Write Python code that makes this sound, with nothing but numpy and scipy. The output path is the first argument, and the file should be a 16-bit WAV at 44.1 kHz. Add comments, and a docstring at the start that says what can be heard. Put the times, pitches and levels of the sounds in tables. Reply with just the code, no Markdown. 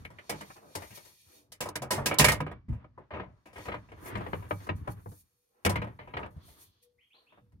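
"""Knocks on wooden cabinet doors, catches and hinges, close by, inside a small, soft-lined camper van.
Each knock rings the thin panels (decaying sines) and rattles loose fittings (bursts of coloured noise); low
thumps are swelling sines. Hands and sleeves rub and rustle as shaped noise, a door swishes past, and a faint
hum and the gliding whistles of a far bird fill the pauses.
Two spaced microphones hear it, the left one a little earlier."""
import sys
import numpy as np
from scipy import signal
from scipy.fft import rfft, irfft, next_fast_len
from scipy.io import wavfile
from scipy.ndimage import uniform_filter1d, map_coordinates

SR = 44100
rng = np.random.default_rng(int(sys.argv[2]) if len(sys.argv) > 2 else 0)


def undo_db(level):
    """Turn decibels back into plain size, where 20 dB means ten times bigger."""
    steps = np.asarray(level, float) / 20
    return 10 ** steps


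def master(y):
    """Save y as 16-bit WAV."""
    cut = np.clip(np.atleast_2d(y).T, -1, 1)
    pcm = np.round(cut * 32767)  # scale
    wavfile.write(sys.argv[1], SR, pcm.astype(np.int16))


N = 335160

# Levels in these tables stand ahead of each source's own gain; density is the noise level per Hz.
# Background hiss and rumble: (frequency [Hz], density [dB])
FLOOR_COLOUR = [(22, -8.5), (40, 1.5), (200, -5.0), (2500, -20), (5000, -17.0), (16000, -54.5)]
# Faint hum, one list for each stretch where it shows: (time [s], level [dB])
HUM_SPANS = [
    [(5.25, -107), (5.314, -84), (5.584, -65), (5.59, -68)],
    [(6.75, -107), (6.776, -92.5), (6.836, -64.5), (6.998, -68), (7.05, -100), (7.12, -100), (7.145, -66),
     (7.544, -73), (7.6, -86.5)],
]
# Far bird, one row a whistle: (time [s], length [s], from [Hz], towards [Hz], level [dB])
CHIRPS = [(6.98, .075, 1800, 3320, -71), (7.104, .075, 2250, 4750, -67), (7.262, .055, 2150, 3800, -71)]
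# Place of the close sources between the microphones: (time [s], right lag [ms], left over right in knocks [dB])
PLACE = [(0, 0.27, 1.5), (.5, .37, -3), (1.4, 0.5, 19.5), (1.5, 0.13, 0.5), (2.5, 0.11, -3), (3.2, 0.15, 3),
         (3.9, 0.25, 2), (4.1, 0.42, 4), (5.2, 0.47, 4), (5.6, .33, 2), (7.6, 0.23, 2.5)]
# Sleeves and hands on cloth: (crest time [s], level [dB], 20 dB rise [s], 20 dB fall [s],
# upper over lower half [dB]); very short or negative rises and falls take the least that stroke() allows
CLOTH_STROKES = [(0.0, -67.5, .02, 0.1, -7), (0.054, -63, -5, -7.6, -1), (0.414, -59, 0.25, -0.54, -15),
                 (0.548, -58.5, 0.35, -0.1, -7), (0.74, -63, 0.07, 0.5, -10), (0.809, -58, -0.05, 0.41, 1),
                 (0.962, -47.5, 0.03, -0.28, 1), (1.075, -60.5, 0.84, 0.2, -3), (1.208, -64, .1, .08, -5),
                 (1.37, -60, .28, .09, -3), (3.61, -60, 0.02, 0.17, -6), (3.66, -58.5, 0.11, -0.33, -10),
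                 (3.906, -78.5, 0.86, 2.1, -14), (4.085, -52.5, 0.08, -0.06, 11.5),
                 (4.365, -65, 0.23, 0.2, 6.5), (4.505, -61.5, 0.03, 0.15, 11),
                 (4.655, -60.5, 0.2, -0.09, -4.5), (4.761, -66, -0.06, .09, 3.5),
                 (4.92, -57, 0.05, -0.09, 6), (5.091, -67.5, -0.47, 0.2, 9.5), (5.21, -65, 0.32, -0.34, 12),
                 (5.41, -83.5, 1.2, 0.65, 8.5), (5.63, -79, -0.7, 1.7, 3), (6.31, -77, -0.64, 0.1, 8),
                 (6.475, -64, 0.06, 0.22, 11), (6.619, -56.5, 0.05, 0.07, 6), (6.83, -63.5, -1.24, 0.04, 4),
                 (7.199, -84.5, 0.44, 0.6, 3.5)]
# Colour of the cloth: (frequency [Hz], density [dB])
CLOTH_COLOUR = [(1760, -10), (3000, -9.5), (4570, -6.5), (7750, -8.5), (8380, -4.5), (14000, -7),
                (15900, -13.5), (16500, -36)]
# Fingers sliding over wood: (crest time [s], level [dB], 20 dB rise [s], 20 dB fall [s], resonance [Hz])
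SCUFF_STROKES = [(0.506, -46.5, .008, .012, 1330), (0.568, -51.5, .014, .05, 870),
                 (0.63, -62, .06, .1, 600), (0.71, -60, .12, .04, 400), (1.33, -71, .05, .1, 600),
                 (1.39, -67, .15, .2, 460), (5.58, -73, .09, .15, 900), (7.145, -68, .012, .17, 950)]
# Colour of the friction grains: (frequency [Hz], density [dB])
GRAIN_COLOUR = [(200, -9.5), (3000, -6.5)]
# A door swings past, rubbing softly: (time [s], level [dB])
SWING_SPANS = [
    [(6.328, -91), (6.44, -66.5), (6.678, -72), (6.704, -77), (6.814, -78), (6.83, -76), (6.916, -91)],
]
# Colour of the swinging door: (frequency [Hz], density [dB])
SWING_COLOUR = [(1500, -23), (2800, -11), (3370, 0.5), (3800, -6.5), (4300, -1.5), (4900, -9.5),
                (6200, -12.5), (7500, -29.5)]
# Changing level of handling, apart from blows: (time [s], creeping rumble [dB], wood rub [dB])
HANDLING = [(0.0, -47, -71), (0.17, -65, -67), (0.7, -83, -68.5), (1.08, -76, -116), (1.33, -80, -64.5),
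            (1.65, -68, -109), (2.14, -47, -46.5), (2.54, -55.5, -76.5), (3.15, -66.5, -76),
            (3.28, -52, -81.5), (3.45, -77, -96), (3.77, -62.5, -68), (4.2, -47, -44), (4.36, -44.5, -64.5),
            (4.95, -61.5, -61.5), (5.14, -61.5, -81.5), (5.52, -102, -93), (5.64, -81, -73),
            (5.97, -60.5, -80.5), (6.39, -58.5, -67), (6.71, -74, -76), (6.92, -85, -100), (7.24, -93, -80),
            (7.41, -64.5, -89), (7.6, -64, -78.5)]
# Colour of the floor rumble: (frequency [Hz], density [dB])
RUMBLE_COLOUR = [(22, -20.5), (40, -4.5), (60, -1), (100, 4), (160, -6), (260, -11.5), (400, -28.5)]
# Colour of hands on wood: (frequency [Hz], density [dB])
RUB_COLOUR = [(150, -19), (300, 7), (600, -5), (1200, 0.5), (2200, -10), (3500, -18.5), (6000, -39.5)]
# Low thumps of doors and floor: (time [s], level [dB], pitch [Hz], 60 dB decay [s])
THUMPS = [(0.105, -51, 113, 0.18), (0.332, -46.5, 151.7, 0.4), (0.49, -43.5, 120, 0.083),
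          (0.66, -62.5, 155, 0.36), (0.761, -33.5, 89, 0.16), (0.904, -45.5, 110, 0.15),
          (1.263, -55, 86, 0.092), (1.641, -42, 98, 0.17), (1.805, -37, 133, 0.25),
          (1.925, -46.5, 100, 0.75), (1.976, -32, 132, 0.31), (2.072, -35.5, 150, 0.25),
          (2.194, -16, 148, 0.18), (2.2, -26, 63, 0.48), (2.258, -22, 140.7, 0.21),
          (2.403, -30.5, 152.4, 0.29), (2.683, -22, 71, 0.21), (2.69, -29.5, 54.2, 0.19),
          (2.971, -55, 127, 0.13), (3.12, -39, 84.6, 0.21), (3.197, -40.5, 186.5, 0.22),
          (3.662, -43, 67.2, 0.3), (3.741, -40, 110, 0.25), (3.951, -48, 69.7, 0.32),
          (4.14, -36.5, 109.7, 0.51), (4.197, -33, 104, 0.15), (4.34, -36.5, 94.2, 0.34),
          (4.516, -31.5, 100.3, 0.28), (4.695, -28.5, 94.2, 0.27), (4.813, -22, 84.2, 0.061),
          (4.882, -31.5, 103.6, 0.24), (5.059, -34, 100.6, 0.18), (5.654, -26, 81, 0.21),
          (5.655, -27.5, 200, 0.28), (5.679, -26, 97.7, 0.46), (5.767, -19.5, 100.7, 0.14),
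          (5.834, -36, 113.2, 0.25), (6.14, -43, 68.6, 0.46), (6.232, -38, 70.0, 0.14),
          (6.364, -25.5, 81.5, 0.059), (6.479, -46, 65.8, 0.1), (7.41, -54.5, 122, 0.14),
          (7.527, -51, 70.0, 0.21)]
# Knocks: (time [s], level [dB], upper-mid share [dB], treble share [dB], rattle's 60 dB decay [s])
KNOCKS = [(0.049, -41, 3.5, -20, 0.074), (0.101, -46.5, -15, -25.5, .21), (0.185, -45, 3.5, -26.5, .094),
          (0.239, -54, -36, -25, 0.13), (0.294, -29.5, -6, -9, 0.17), (0.324, -35, -18, -35, 0.2),
          (0.408, -37, -8, -17, 0.16), (0.563, -55.5, -9, -11.5, 0.23), (0.626, -52, -37, -41, 0.65),
          (0.751, -31, -12.5, -11, 0.19), (0.819, -39.5, -8.5, -21, 0.18), (0.905, -51.5, -4.5, -17, 0.36),
          (0.973, -47, -9.5, -10, .16), (1.049, -58, -11, -8.5, 0.32), (1.519, -55, 0, 4.5, 0.17),
          (1.605, -29.5, -8.5, -9.5, 0.23), (1.657, -31.5, -21, -24, 0.21), (1.687, -35.5, -18, -9, 0.079),
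          (1.755, -29.5, -5, -6, 0.11), (1.819, -31.5, -15.5, -15.5, 0.17), (1.829, -34.5, -22, -41, 0.23),
          (1.906, -24, -10.5, -10.5, 0.33), (1.978, -26, -44, -51, 0.27), (2.058, -25, -4.5, -4.5, .19),
          (2.111, -22.5, -7.5, -34, 0.18), (2.14, -32, -25, -10, 0.06), (2.185, -25.5, -25, 6, 0.12),
          (2.194, -14, -5, -9.5, 0.22), (2.242, -17, -0.5, -6.5, 0.18), (2.283, -19.5, 0, -11, 0.18),
          (2.317, -23, -20, -11, .17), (2.403, -24.5, -12, -26.5, 0.095), (2.464, -30, -13, -43, 0.13),
          (2.513, -36, -12.5, -34, 0.11), (2.684, -54, -11.5, -28.5, 0.47), (2.726, -50, -14, -30.5, 0.31),
          (2.843, -42.5, -18, -45.5, .058), (2.977, -41.5, -29.5, -44, 0.17),
          (3.106, -38.5, -11, -53, 0.41), (3.136, -34, -11.5, -53, 0.27), (3.162, -35.5, -21.5, -55.5, .3),
          (3.197, -32, -9.5, -53.5, 0.11), (3.233, -40, -17.5, -48, 0.092), (3.456, -47.5, -10, -23, .31),
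          (3.529, -52, -10.5, -19.5, .45), (3.557, -43.5, -6, -26, 0.51), (3.58, -37.5, -17, -23, 0.12),
          (3.654, -37, -10.5, -26.5, 0.27), (3.683, -28.5, -9.5, -37, 0.1), (3.718, -34, -3.5, -37.5, 0.11),
          (3.74, -30, -10, -39, 0.12), (3.886, -54, -7, -34, 0.21), (3.917, -42, -10, -32, 0.12),
          (4.056, -42.5, -7.5, -24, 0.54), (4.153, -25, -8.5, -36, 0.085), (4.169, -37, -11, -28.5, 0.17),
          (4.207, -32, -18, -36.5, 0.098), (4.263, -32, -12.5, -41, 0.11), (4.331, -21.5, -15, -54, 0.076),
          (4.423, -45.5, -11.5, -40, 0.22), (4.508, -19, -12, -43, 0.058), (4.601, -52, -8, -25, 0.28),
          (4.668, -35, -16, -25, 0.1), (4.69, -20.5, -9.5, -43, 0.075), (4.874, -24, -21.5, -38.5, 0.09),
          (5.059, -35.5, -57, -46, 0.056), (5.116, -48, -28, -21, 0.12), (5.649, -19.5, -3, -10.5, .085),
          (5.661, -13.5, -9, -18.5, 0.081), (5.693, -23.5, -12.5, -15.5, .16),
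          (5.756, -24, -4.5, -28.5, 0.11), (5.817, -28, -9.5, -37.5, 0.12), (5.841, -34.5, -36, -34, 0.11),
          (5.869, -39.5, -16, -40.5, 0.19), (5.989, -41, -7, -53.5, 0.23), (6.073, -43.5, -13, -40.5, 0.25),
          (6.137, -30.5, -8, -55.5, 0.1), (6.168, -27, -6, -36.5, 0.1), (6.189, -35, -31, -40, 0.3),
          (6.23, -31.5, -11, -50, 0.092), (6.26, -35.5, -16.5, -34, 0.073), (6.365, -56.5, -32, -24, 0.17),
          (6.48, -57, -9, -17, 0.33), (7.322, -53.5, -13, -41, 0.098), (7.374, -50.5, -25.5, -45, 0.094),
          (7.52, -68.5, -11, -18, 0.16)]
# Modes of the thin door panels, swinging free: (frequency [Hz], level [dB], 60 dB decay [s])
PANEL_MODES = [(158, -8, 0.095), (200, -11, 0.17), (301.9, -10, 0.18), (381.3, -8.5, 0.027),
               (486.5, -4.5, 0.12), (570, -10.5, 0.09), (694.8, 0, 0.045), (900, -30, 0.027),
               (988, -0.5, 0.052), (1050, -6.5, 0.048), (1257, -1.5, .07), (1630, -2.5, 0.028),
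               (1605, -3.5, 0.049), (2190, -13.5, 0.084), (1980, -17, 0.064), (2300, -14.5, 0.3),
               (2850, -8, 0.06), (3460, -13.5, 0.019), (4004, -16, 0.088)]
# Low and middle colour of the rattle after a knock: (frequency [Hz], density [dB])
BODY_COLOUR = [(180, -27), (330, -5), (500, 0.5), (1000, -6.5), (1600, -14), (2600, -35.5)]
# Upper-mid colour of the rattle: (frequency [Hz], density [dB])
EDGE_COLOUR = [(900, -18.5), (1500, -1), (2200, 4.5), (3200, -6), (4500, -21.5), (7000, -44)]
# Treble colour of the rattle: (frequency [Hz], density [dB])
CRACK_COLOUR = [(1760, -41), (3000, -6.5), (3060, -9.5), (5740, -7), (7210, -9), (10700, -9),
                (15900, -18.5), (16500, -38.5)]


def rms_one(x):
    """Scale to unit rms."""
    return x / np.sqrt(np.mean(x ** 2) + 1e-20)


def in_time(rows):
    """Columns of a curve, one value per sample."""
    s, *columns = np.transpose(rows)
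    return [np.interp(np.arange(N) / SR, s, c) for c in columns]


def in_spans(spans, rest_db):
    """Level curve given in separate stretches, fading to rest in between."""
    level_db, t = np.full(N, float(rest_db)), np.arange(N) / SR
    for span in map(np.array, spans):
        inside = (t >= span[0, 0] - .015) & (t <= span[-1, 0] + .015)
        level_db[inside] = np.interp(t[inside], span[:, 0], span[:, 1])
    return uniform_filter1d(level_db, size=400)


def coloured(spectrum, alike, grain_db=0., modes_db=0., mode_hz=60.):
    """Stereo noise of a given spectrum, rms 1; grains make it lumpy, crowded small modes ripple its colour."""
    alike_under_hz = 266   # long waves reach both microphones alike
    grains = undo_db(grain_db * np.minimum(rng.exponential(1, (3, N)), 5))
    white = rfft(rng.standard_normal((3, N)) * grains)
    grid = np.fft.rfftfreq(N, 1 / SR)
    apart = (1 - np.clip(alike, 0, 1)) * grid ** 2 / (grid ** 2 + alike_under_hz ** 2)
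    pair = np.sqrt(1 - apart) * white[0] + np.sqrt(apart) * white[1:]
    hz, db = np.transpose(spectrum)
    ripple_db = modes_db * np.interp(grid / mode_hz, np.arange(2000), rng.standard_normal(2000))
    colour_db = np.interp(np.log(grid + 1), np.log(hz), db, left=-90, right=-90)
    return rms_one(irfft(pair * undo_db(colour_db + ripple_db), N))


def flicker(rate_hz, depth_db):
    """Slow chance gain: noise through two equal low-pass poles, read as dB."""
    r = np.exp(-2 * np.pi * rate_hz / SR)
    slow = signal.lfilter([1], [1, -2 * r, r * r], rng.standard_normal(N + SR))[SR:]
    return undo_db(depth_db * rms_one(slow))


def ring(push, hz, t60):
    """A two-pole resonator: a unit click sets a sine of height 1 ringing."""
    r, w = undo_db(-60 / (max(t60, .01) * SR)), 2 * np.pi * hz / SR
    return signal.lfilter([0, np.sin(w)], [1, -2 * r * np.cos(w), r * r], push + 1e-18)


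def sides(pan_db):
    """Left and right gains, pan_db apart."""
    return undo_db(np.array([pan_db / 2, -pan_db / 2]))


def stroke(s, db, rise_s, fall_s):
    """Gain of one stroke: it swells to a crest and fades."""
    crest_roundness = 1.3   # 1 is a pointed crest
    t = np.arange(N) / SR - s
    away = np.where(t < 0, -t / max(rise_s, .01), t / max(fall_s, .03))
    return undo_db(db - 20 * np.minimum(away, 8) ** crest_roundness)


def rattle(rows, share_db, t60_share, rise_s):
    """Energy envelope of some blows: a rise, then each one's own decay."""
    power, t = np.zeros(N + SR), np.arange(SR // 2) / SR
    for (s, db, *_, t60), extra_db in zip(rows, share_db):
        decay = undo_db(db + extra_db - 60 * t / max(t60 * t60_share, .01))
        start = round(s * SR)
        power[start:start + len(t)] += ((1 - np.exp(-t / rise_s)) * decay) ** 2
    return np.sqrt(power[:N])


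def background():
    """A steady floor of noise, heaviest in the bass."""
    return undo_db(-89.5) * coloured(FLOOR_COLOUR, 0.25)


def hum():
    """A faint narrow hum in the pauses: a steady sine plus a noise-fed resonance at the same pitch."""
    hum_hz = 484.5
    push = rng.standard_normal((2, N)) + rng.standard_normal(N)   # partly shared by the microphones
    wobble = rms_one(ring(push, hum_hz, 0.4))
    steady = np.sqrt(2) * np.sin(2 * np.pi * hum_hz * np.arange(N) / SR)
    return undo_db(in_spans(HUM_SPANS, rest_db=-130)) * (0.21 * steady + 0.31 * wobble)


def bird():
    """Rising whistles outside; one strong reflection doubles them and a dense trail of echoes fills in."""
    glide_hz_per_s = 42000   # the climb starts at this rate and bends flat at its top
    echo_s, echo_db = .037, -5
    whistles = np.zeros(N)
    for s, length, from_hz, to_hz, db in CHIRPS:
        t, span_hz = np.arange(round(length * SR)) / SR, to_hz - from_hz
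        climb = glide_hz_per_s * t / span_hz
        pitch_hz = from_hz + span_hz * climb / (1 + climb ** 4) ** .25
        phase = 2 * np.pi * np.cumsum(pitch_hz) / SR
        swell = np.sin(np.pi * (t / length) ** 0.43) ** .5   # early crest
        start = round(s * SR)
        whistles[start:start + len(t)] += undo_db(db) * swell * np.sin(phase)
    whistles *= flicker(150, 3.5)
    whistles += undo_db(echo_db) * np.roll(whistles, round(echo_s * SR))
    t = np.arange(SR // 3) / SR
    trail = undo_db(-24. - 60 * t / .3) * rng.standard_normal((2, len(t)))
    return whistles + signal.fftconvolve(whistles[None], trail, axes=1)[:, :N]


def van(x):
    """The small interior: six short feedback delays a side, duller on every round."""
    t60_s, wall_cut_hz = 0.16, 2600
    size = next_fast_len(N + SR)
    w = 2 * np.pi * np.fft.rfftfreq(size, 1 / SR)
    source, response = rfft(x, size), np.zeros((2, len(w)), complex)
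    for k, lag in enumerate(rng.uniform(0.0079, 0.022, 12)):   # seconds
        dulling = 1 + 1j * w / (2 * np.pi * wall_cut_hz)
        loop = undo_db(-60 * lag / t60_s) / dulling * np.exp(-1j * w * lag)
        response[k % 2] += loop / (1 - loop) * (-1) ** (k // 2)
    return irfft(response * source, size)[:, :N]


def cloth():
    """Rustle whose upper half rises against the lower in the brighter strokes."""
    strokes = np.array([stroke(*row[:4]) ** 2 for row in CLOTH_STROKES])   # power
    bright_db = np.array(CLOTH_STROKES)[:, 4]
    rustle = coloured(CLOTH_COLOUR, 0.1, 1.5, modes_db=5.0, mode_hz=148.6) * flicker(40, 0.2)
    low = signal.sosfiltfilt(signal.butter(2, 7000, fs=SR, output="sos"), rustle)
    high = rustle - low
    return np.sqrt(undo_db(-bright_db) @ strokes) * low + np.sqrt(undo_db(bright_db) @ strokes) * high


def scuffs():
    """Friction grains in a broad resonance, its pitch set by the spot rubbed."""
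    strokes = np.array([stroke(*row[:4]) ** 2 for row in SCUFF_STROKES])   # power
    centre_hz = np.array(SCUFF_STROKES)[:, 4]
    grains, out = coloured(GRAIN_COLOUR, .5, 3.5), 0
    for hz in np.geomspace(300, 2200, num=9):
        near = np.exp(-(np.log(hz / centre_hz) / .6) ** 2)   # each stroke favours the closest resonators
        out = out + np.sqrt(near ** 2 @ strokes) * rms_one(ring(grains, hz, 23.0 / hz))
    return undo_db(-5.5) * out


def swing():
    """A door swings past: a smooth hiss with two soft resonances."""
    return undo_db(in_spans(SWING_SPANS, rest_db=-110)) * coloured(SWING_COLOUR, 0.14)


def handling():
    """Rumble through the floor and hands on wood, each uneven, each stirred up by the blows."""
    rumble_db, rub_db = in_time(HANDLING)
    # after a blow the floor and the door keep shaking, longer than the blow itself
    floor = rattle(THUMPS, np.full(len(THUMPS), -7.5), t60_share=1.6, rise_s=0.01)
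    door = rattle(KNOCKS, np.full(len(KNOCKS), -16), t60_share=1.6, rise_s=.02)
    door_to_floor = undo_db(3) * door   # the shaking door also drives the floor
    rumble_gain = np.sqrt(undo_db(2 * rumble_db) + floor ** 2 + door_to_floor ** 2)
    rumble = rumble_gain * coloured(RUMBLE_COLOUR, 0.15) * flicker(12, 3.0)
    wood = coloured(RUB_COLOUR, 0.12, 1.0, modes_db=2.0, mode_hz=70.)
    rub = np.hypot(undo_db(rub_db), door) * wood * flicker(5.7, 4.6)
    return rumble + rub


def thumps():
    """A soft push swells over about a cycle and rings low, with a weaker second panel mode."""
    out, t = np.zeros(N + SR), np.arange(SR // 2) / SR
    for s, db, hz, t60 in THUMPS:
        shape = (1 - np.exp(-t * hz / 1.5)) * undo_db(db + 3.5 - 60 * t / max(t60, .03))
        wave = np.sin(2 * np.pi * hz * t) + 0.36 * np.sin(2 * np.pi * 1.7 * hz * t)
        start = round(s * SR)
        out[start:start + len(t)] += shape * wave
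    return out[:N]


def loose_fittings():
    """Loose wood and catches rattle after each blow as noise bursts, the treble dying first."""
    rows, out = np.array(KNOCKS), np.zeros((2, N))
    for first in range(4):   # knocks take turns among four noise colours, so the small modes vary
        turn = rows[first::4]
        body = coloured(BODY_COLOUR, 0.44, 2.0, modes_db=5., mode_hz=45.03)
        edge = coloured(EDGE_COLOUR, 0.2, 3.4, modes_db=5.0, mode_hz=81.0)
        crack = coloured(CRACK_COLOUR, 0.15, 2.5, modes_db=3.0, mode_hz=110.)
        out += undo_db(-4.5) * rattle(turn, 0 * turn[:, 1], 1.026, 0.0033) * body
        out += undo_db(1.0) * rattle(turn, turn[:, 2], 0.9, 0.0025) * edge
        out += undo_db(9.5) * rattle(turn, turn[:, 3], 0.54, 0.0029) * crack
    return out


def panels():
    """Each blow sets the modes of a thin door panel ringing, in chance strengths."""
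    held_under_s, held_share = .095, 0.6   # short rattles mean a held door; its panels ring this share as long
    rows, out = np.array(KNOCKS), np.zeros(N)
    at = np.round(rows[:, 0] * SR).astype(int)
    strengths = rng.normal(0, 3.1, (len(rows), len(PANEL_MODES)))   # dB
    held = np.isin(np.arange(N), at[rows[:, 4] < held_under_s])
    for (hz, level_db, t60), strength_db in zip(PANEL_MODES, strengths.T):
        hardness_db = rows[:, 2] * np.clip((hz - 1000) / 1000, 0, 1)   # only hard contacts reach the high modes
        clicks = np.zeros(N)
        clicks[at] = undo_db(rows[:, 1] + level_db + hardness_db + strength_db - 6.0)
        contact = signal.butter(2, [hz / 1.62, hz * 1.6], "band", fs=SR)   # the push lasts about a cycle
        for struck, lasts in ((~held, 1), (held, held_share)):
            push = signal.lfilter(*contact, clicks * struck + 1e-18)
            out += ring(push, hz, t60 * lasts)
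    return out


def knocks():
    """The main source: every blow rattles the loose fittings and rings the panels."""
    return loose_fittings() + panels()


def scene():
    """Close sources in the van reach the right microphone later; hum, bird and background lie behind."""
    late_ms, pan_db = in_time(PLACE)
    hits = knocks() * sides(pan_db)
    echo = undo_db(-14) * van(hits.mean(0))
    near = hits + thumps() + handling() + cloth() + scuffs() + swing() + echo
    heard_at = np.arange(N) - late_ms * SR / 1000
    right = map_coordinates(near[1], [heard_at], order=3, mode="nearest")
    return np.array([near[0], right]) + hum() + bird() + background()


def band_limit(x):
    """A steep low-pass at the top of the band."""
    return signal.sosfilt(signal.butter(12, 16800, fs=SR, output="sos"), x)


def record(dry):
    """The microphones drop the deepest bass and round the highest peaks."""
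    without_bass = signal.sosfilt(signal.butter(2, 40, "high", fs=SR, output="sos"), dry)
    mix = 0.88 * np.tanh(without_bass / 0.88)
    return band_limit(mix)


dry = scene()
out = record(dry)
master(out)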